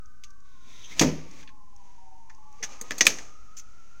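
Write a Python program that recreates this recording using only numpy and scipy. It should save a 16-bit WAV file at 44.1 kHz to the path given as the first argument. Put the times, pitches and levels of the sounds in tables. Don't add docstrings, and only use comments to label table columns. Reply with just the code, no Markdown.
import sys
import numpy as np
from scipy import signal
from scipy.fft import rfft, irfft
from scipy.io import wavfile

SR = 44100
rng = np.random.default_rng(int(sys.argv[2]) if len(sys.argv) > 2 else 0)


def transcribe(signal):
    frames = np.atleast_2d(signal).T
    limited = np.clip(frames, -1, 1)
    pcm = np.round(limited * 32767).astype(np.int16)
    wavfile.write(sys.argv[1], SR, pcm)


N = 176400
TIME = np.arange(N) / SR
HARD_ATTACK_S, SOFT_ATTACK_S = 0.0011, 0.0075


def amp(db):
    return 10 ** (np.asarray(db) / 20)


def unit_rms(x):
    return x / np.sqrt(np.mean(x ** 2) + 1e-20)


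def fade(t, t60):
    return np.exp(-np.log(1000) * t / t60)


def add(mix, start_s, sound):
    part = mix[round(start_s * SR):][:len(sound)]
    part += sound[:len(part)]


def curve_at(points, hz):
    f, value = np.transpose(points)
    return np.interp(np.log(hz + 1), np.log(f + 1), value)


def colour(x, spectrum, tilt_db=0):
    hz = np.fft.rfftfreq(len(x), 1 / SR) + 1
    gain = amp(curve_at(spectrum, hz) + tilt_db * np.log2(hz))
    low_cut = np.minimum(hz / spectrum[0][0], 1) ** 2
    return unit_rms(irfft(rfft(x) * gain * low_cut, len(x)))


def grains(n, per_s, spread_db):
    chance, size, sign = rng.random(n), rng.exponential(1, n), rng.choice([-1, 1], n)
    return (chance < per_s / SR) * sign * amp(spread_db * np.minimum(size, 4))


def modes(table, t):
    return sum(amp(db) * fade(t, t60) * np.sin(2 * np.pi * (hz * t + rng.random()))
               for hz, db, t60 in table)


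def resonance(n, hz, width_hz):
    f = np.fft.rfftfreq(n, 1 / SR)
    peak = 1 / (1 + (2 * (f - hz) / width_hz) ** 2)
    return unit_rms(irfft(rfft(rng.standard_normal(n)) * peak, n))


def swell(length_s, hz, width_hz):
    n = round(length_s * SR)
    return np.hanning(n) * resonance(n, hz, width_hz)


def reverb(x, t60s):
    hz, t, noise = signal.stft(rng.standard_normal(SR), SR, nperseg=256)
    tail = signal.istft(noise * fade(t, curve_at(t60s, hz)[:, None]), SR, nperseg=256)[1]
    tail *= np.minimum(TIME[:len(tail)] / 0.032, 1)
    return signal.fftconvolve(x, tail / np.linalg.norm(tail))[:len(x)]


# f/Hz, relative level/dB, t60/s
CABINET_MODES = [(71.7, -6, .42), (155, 2, 0.55), (196.6, -4, 0.38), (256.7, -0.5, 0.28),
                 (375.3, -9.5, 0.43), (482, -12.5, .35), (525, 2, 0.13), (615, -5.5, .27)]
# f/Hz, relative level/dB
THUD_EQ = [(40, -17), (80, -5.5), (140, 3.5), (250, 11.5), (400, 4.5), (560, 1), (720, -5.5), (1300, -17),
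           (2000, -44)]

def slam():
    out, t = np.zeros(N), TIME[:SR]
    thud = colour(rng.standard_normal(SR), THUD_EQ) * fade(t, t60=0.32)
    thud *= np.minimum(t / SOFT_ATTACK_S, 1)
    boom = modes(CABINET_MODES, t) * np.minimum(t / 0.03, 1)
    add(out, start_s=1.008, sound=amp(-15) * thud + amp(-21.5) * boom)
    return out


# f/Hz, relative level/dB, t60/s before the blow's damping
DRAWER_MODES = [(1624, -0.5, .12), (1745, 1, 0.13), (1912, -3, 0.16), (2040, -12.5, 0.073),
                (2472, 0.5, 0.031), (2835, -12.5, 0.092), (3255, -11, .06), (3460, -2, 0.082),
                (4680, -11, 0.085), (5450, -8, 0.064), (6100, -2.5, 0.15), (6220, -1, 0.12),
                (6420, -4, 0.2), (6810, -8.5, .12)]
# f/Hz, relative level/dB
SHEET_EQ = [(110, -8.5), (230, 2.5), (430, -3.5), (600, -1), (1000, -5.5), (1450, -0.5), (1700, 2),
            (2500, 1), (4000, -4.5), (5200, 1), (6300, 11), (7100, -5), (8000, -13), (10500, -23.5),
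            (12500, -20.5), (15500, -25.5)]
BAND_EDGES = [110, 1200, 2250, 4200, 7500, 17000]

def strike(levels_db, t60, struck_hz=0):
    t = TIME[:SR // 2]
    afterglow = amp(-18.5) * fade(t, t60=0.23)
    wash = colour(rng.standard_normal(len(t)), SHEET_EQ) * (fade(t, t60) + afterglow)
    partials = [(hz, db + 12 * np.exp(-((hz - struck_hz) / 130) ** 2), mode_t60)
                for hz, db, mode_t60 in DRAWER_MODES]
    damping = (fade(t, t60) + 0.073) / 2
    ring = (wash + modes(partials, t) * damping) * np.minimum(t / HARD_ATTACK_S, 1)
    out = np.zeros(len(t))
    for db, low_hz, high_hz in zip(levels_db[::-1], BAND_EDGES[-2::-1], BAND_EDGES[::-1]):
        band = signal.sosfilt(signal.butter(3, [low_hz, high_hz], "band", fs=SR, output="sos"), ring)
        if low_hz == BAND_EDGES[-2]:
            band *= fade(t, t60=0.3)
        out += amp(db) * band / np.std(band[:SR // 100])
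    return out


# t/s, relative level/dB in five bands (body, low, mid, high, sizzle), t60/s, struck f/Hz
CLACKS = [(0.9941, -33.5, -25.5, -19, -12.5, -21, 0.038, 4680),
          (1.0099, -21.5, -24, -36, -19, -21.5, 0.13, 5450),
          (2.812, -42, -42, -52, -34.5, -30, 0.037, 6420), (2.9075, -34, -26, -32, -32.5, -35, 0.02, 1745),
          (2.917, -43, -33, -39.5, -34, -47, 0.032, 5450),
          (2.9812, -45.5, -45.5, -43, -30.5, -29.5, 0.084, 6420),
          (3.0078, -26, -16, -16.5, -11, -23, .055, 1912),
          (3.053, -34.5, -37, -38, -25.5, -31.5, 0.041, 6810),
          (3.0669, -25, -15, -9.5, -10, -12.5, .028, 2440)]

def clacks():
    out, t = np.zeros(N), TIME[:SR]
    for start_s, *levels_db, t60, struck_hz in CLACKS:
        add(out, start_s, amp(-1.5) * strike(levels_db, t60, struck_hz))
        knock = colour(rng.standard_normal(SR), THUD_EQ, tilt_db=3.5) * fade(t, t60=0.31)
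        add(out, start_s, amp(levels_db[0] - 9) * knock)
    return out


# t/s, level/dB, t60/s
RATTLES = [(1.013, -22, 0.16), (1.069, -43.5, 0.75), (3.075, -36, .25)]
# f/Hz, relative level/dB
RATTLE_EQ = [(600, -8.5), (2300, 5.5), (4000, -3.5), (6500, 3), (7800, -17.5), (16000, -27)]

def rattles():
    envelope = sum(amp(db) * (TIME > start_s) * fade(abs(TIME - start_s), t60)
                   for start_s, db, t60 in RATTLES)
    return envelope * colour(grains(N, per_s=4400, spread_db=0), RATTLE_EQ)


# t/s, f/Hz, level/dB
FRONT_KNOCKS = [(2.602, 456, -45), (2.815, 472, -45), (2.909, 475, -38)]

def front_knocks(t60=0.13):
    out, t = np.zeros(N), TIME[:SR]
    for start_s, hz, db in FRONT_KNOCKS:
        add(out, start_s, modes([(hz, db, t60)], t) * np.minimum(t / SOFT_ATTACK_S, 1))
    return out


# t/s, relative level/dB in four bands (low, mid, high, sizzle)
TICKS = [(0.2364, -66, -49, -45, -51.5), (1.427, -57, -56, -56, -77), (1.475, -57, -50.5, -58.5, -70),
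         (1.49, -55.5, -57.5, -61, -73), (2.297, -52.5, -62, -56.5, -75), (3.101, -42, -49.5, -33, -40.5),
         (3.1844, -43, -48, -40, -47)]

def ticks():
    out = np.zeros(N)
    for start_s, *levels_db in TICKS:
        add(out, start_s, amp(0.5) * strike(levels_db, t60=0.045))
    return out


# t/s, hold/s, level/dB, tilt/dB per octave
SCRAPES = [(2.627, 0.015, -31.5, 1), (3.568, 0.03, -44.5, 5.5)]

def scrapes(release_s=0.012):
    out, t = np.zeros(N), TIME[:SR // 4]
    for start_s, hold_s, db, tilt_db in SCRAPES:
        envelope = np.minimum(t / HARD_ATTACK_S, 1) * np.exp(-np.maximum(t - hold_s, 0) / release_s)
        slips = grains(len(t), per_s=4100, spread_db=1.5)
        add(out, start_s, amp(db) * envelope * colour(slips, SHEET_EQ, tilt_db))
    return out


# t/s, length/s, f/Hz, level/dB
SQUEAKS = [(.82, 0.062, 3200, -47.5), (.83, 0.054, 6220, -49.5), (0.894, .06, 2200, -47.5),
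           (2.621, .026, 2030, -35), (3.557, 0.055, 7000, -46)]

def squeaks():
    out = np.zeros(N)
    for start_s, length_s, hz, db in SQUEAKS:
        add(out, start_s, amp(db) * swell(length_s, hz, width_hz=540))
    return out


def friction(levels, spectrum, per_s, spread_db):
    envelope = amp(np.interp(TIME, *np.transpose(levels), left=-120))
    return envelope * colour(grains(N, per_s, spread_db), spectrum)


# t/s, level/dB
ROLL_LEVELS = [(.45, -70), (.6, -69), (.7, -56.5), (.88, -56), (.925, -48), (.96, -49), (1.0, -35),
               (1.2, -68), (1.32, -57), (1.41, -51.5), (1.46, -65), (1.6, -92.5)]
RAIL_LEVELS = [(.43, -79), (.47, -72), (.62, -69.5), (.77, -54.5), (.88, -55), (.925, -45), (1.0, -100)]
RUB_LEVELS = [(1.62, -81), (1.87, -64.5), (2.15, -72), (2.5, -69), (2.62, -58.5), (2.66, -53),
              (2.73, -48.5), (2.79, -56), (2.96, -49), (3.2, -47), (3.36, -63.5), (3.55, -65), (3.98, -64)]
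# f/Hz, relative level/dB
ROLL_EQ = [(100, 12), (700, -0.5), (1500, -1.5), (2300, 7), (2900, -1), (5200, -2), (6400, 3), (7500, -7),
           (10000, -20)]
RAIL_EQ = [(2400, -23), (3100, -12), (3400, -7), (3750, -2.5), (4400, -23), (6300, -7), (7500, -34)]
RUB_EQ = [(120, 2.5), (800, 3), (1500, -1.5), (2400, 2), (3600, -6), (5200, -3.5), (6400, 5), (7600, -10.5),
          (10000, -25.5)]

def sliding():
    roll = friction(ROLL_LEVELS, ROLL_EQ, per_s=8700, spread_db=-0.5)
    sing = friction(RAIL_LEVELS, RAIL_EQ, per_s=3100, spread_db=4)
    rub = friction(RUB_LEVELS, RUB_EQ, per_s=6900, spread_db=2)
    return roll + sing + rub


# t/s, relative level/dB
CLINKS = [(.058, -56), (.306, -54.5), (.404, -62.5), (1.313, -51.5), (1.763, -57.5), (2.348, -58),
          (2.527, -56)]

def clinks():
    out, t = np.zeros(N), TIME[:SR]
    for start_s, db in CLINKS:
        ping = resonance(SR, hz=6040, width_hz=910) * fade(t, t60=0.019)
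        add(out, start_s, 2 * amp(db) * ping)
    return out


def bump():
    out = np.zeros(N)
    add(out, start_s=3.378, sound=amp(-45) * swell(length_s=0.09, hz=30, width_hz=30))
    return out


# rise t/s, fall t/s
SIREN_WAILS = [
    [(-3.26, -.6), (2.12, 4.7)],
    [(-2.3, .34), (2.62, 5.3)],
]
# t/s, level/dB
SIREN_LEVELS = [
    [(0, -62.5), (1.9, -62), (2.5, -57), (4, -66)],
    [(0, -69), (1.2, -61), (2, -55.5), (3, -59)],
]

def sirens(start_hz=780, span_hz=770, rest_hz=590, coast_s=1.55, wavers_per_s=40):
    t = np.arange(-SR, N) / SR
    out, knots = np.zeros(len(t)), np.arange(t[0], t[-1], 1 / wavers_per_s)
    for wails, levels in zip(SIREN_WAILS, SIREN_LEVELS):
        hz = np.zeros(len(t))
        for rise_s, fall_s in wails:
            climb = np.clip((t - rise_s) / (fall_s - rise_s), 0, 1) ** 0.35
            coast = np.exp(-np.maximum(t - fall_s, 0) / coast_s)
            wail_hz = rest_hz + (start_hz + span_hz * climb - rest_hz) * coast
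            hz = np.where(t > rise_s, wail_hz, hz)
        waver_hz = np.where(np.gradient(hz) < 0, 7, 20)
        hz += waver_hz * np.interp(t, knots, rng.standard_normal(len(knots)))
        envelope = amp(np.interp(t, *np.transpose(levels)))
        out += envelope * np.sin(2 * np.pi * np.cumsum(hz) / SR)
    return reverb(out, t60s=[(1, 1.4)])[SR:]


# f/Hz, t60/s
ROOM_DECAY = [(100, 1), (500, 0.9), (2800, 0.16), (6300, 0.56), (9000, 0.4), (16000, 0.27)]

def workshop_tail(chest):
    return amp(-25) * reverb(chest, ROOM_DECAY)


# f/Hz, relative level/dB
ROOM_TONE_EQ = [(20, 4.5), (60, -1.5), (120, -13), (250, -15.5), (500, -31), (1500, -32), (4000, -38),
                (6300, -29), (8500, -43), (16000, -45.5)]

def room_tone():
    return amp(-58) * colour(rng.standard_normal(N), ROOM_TONE_EQ)


def scene():
    chest = clacks() + front_knocks() + ticks() + clinks() + slam() + rattles() + scrapes() + squeaks()
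    return (chest + sliding() + room_tone() + workshop_tail(chest) + bump() + sirens())[None]


def record(dry):
    clipped = np.clip(dry - 0.0218, -1, 1)
    low_pass = signal.firwin(255, 16200, window=("kaiser", 9), fs=SR)
    return signal.oaconvolve(clipped, low_pass[None], "same")


dry = scene()
out = record(dry)
transcribe(out)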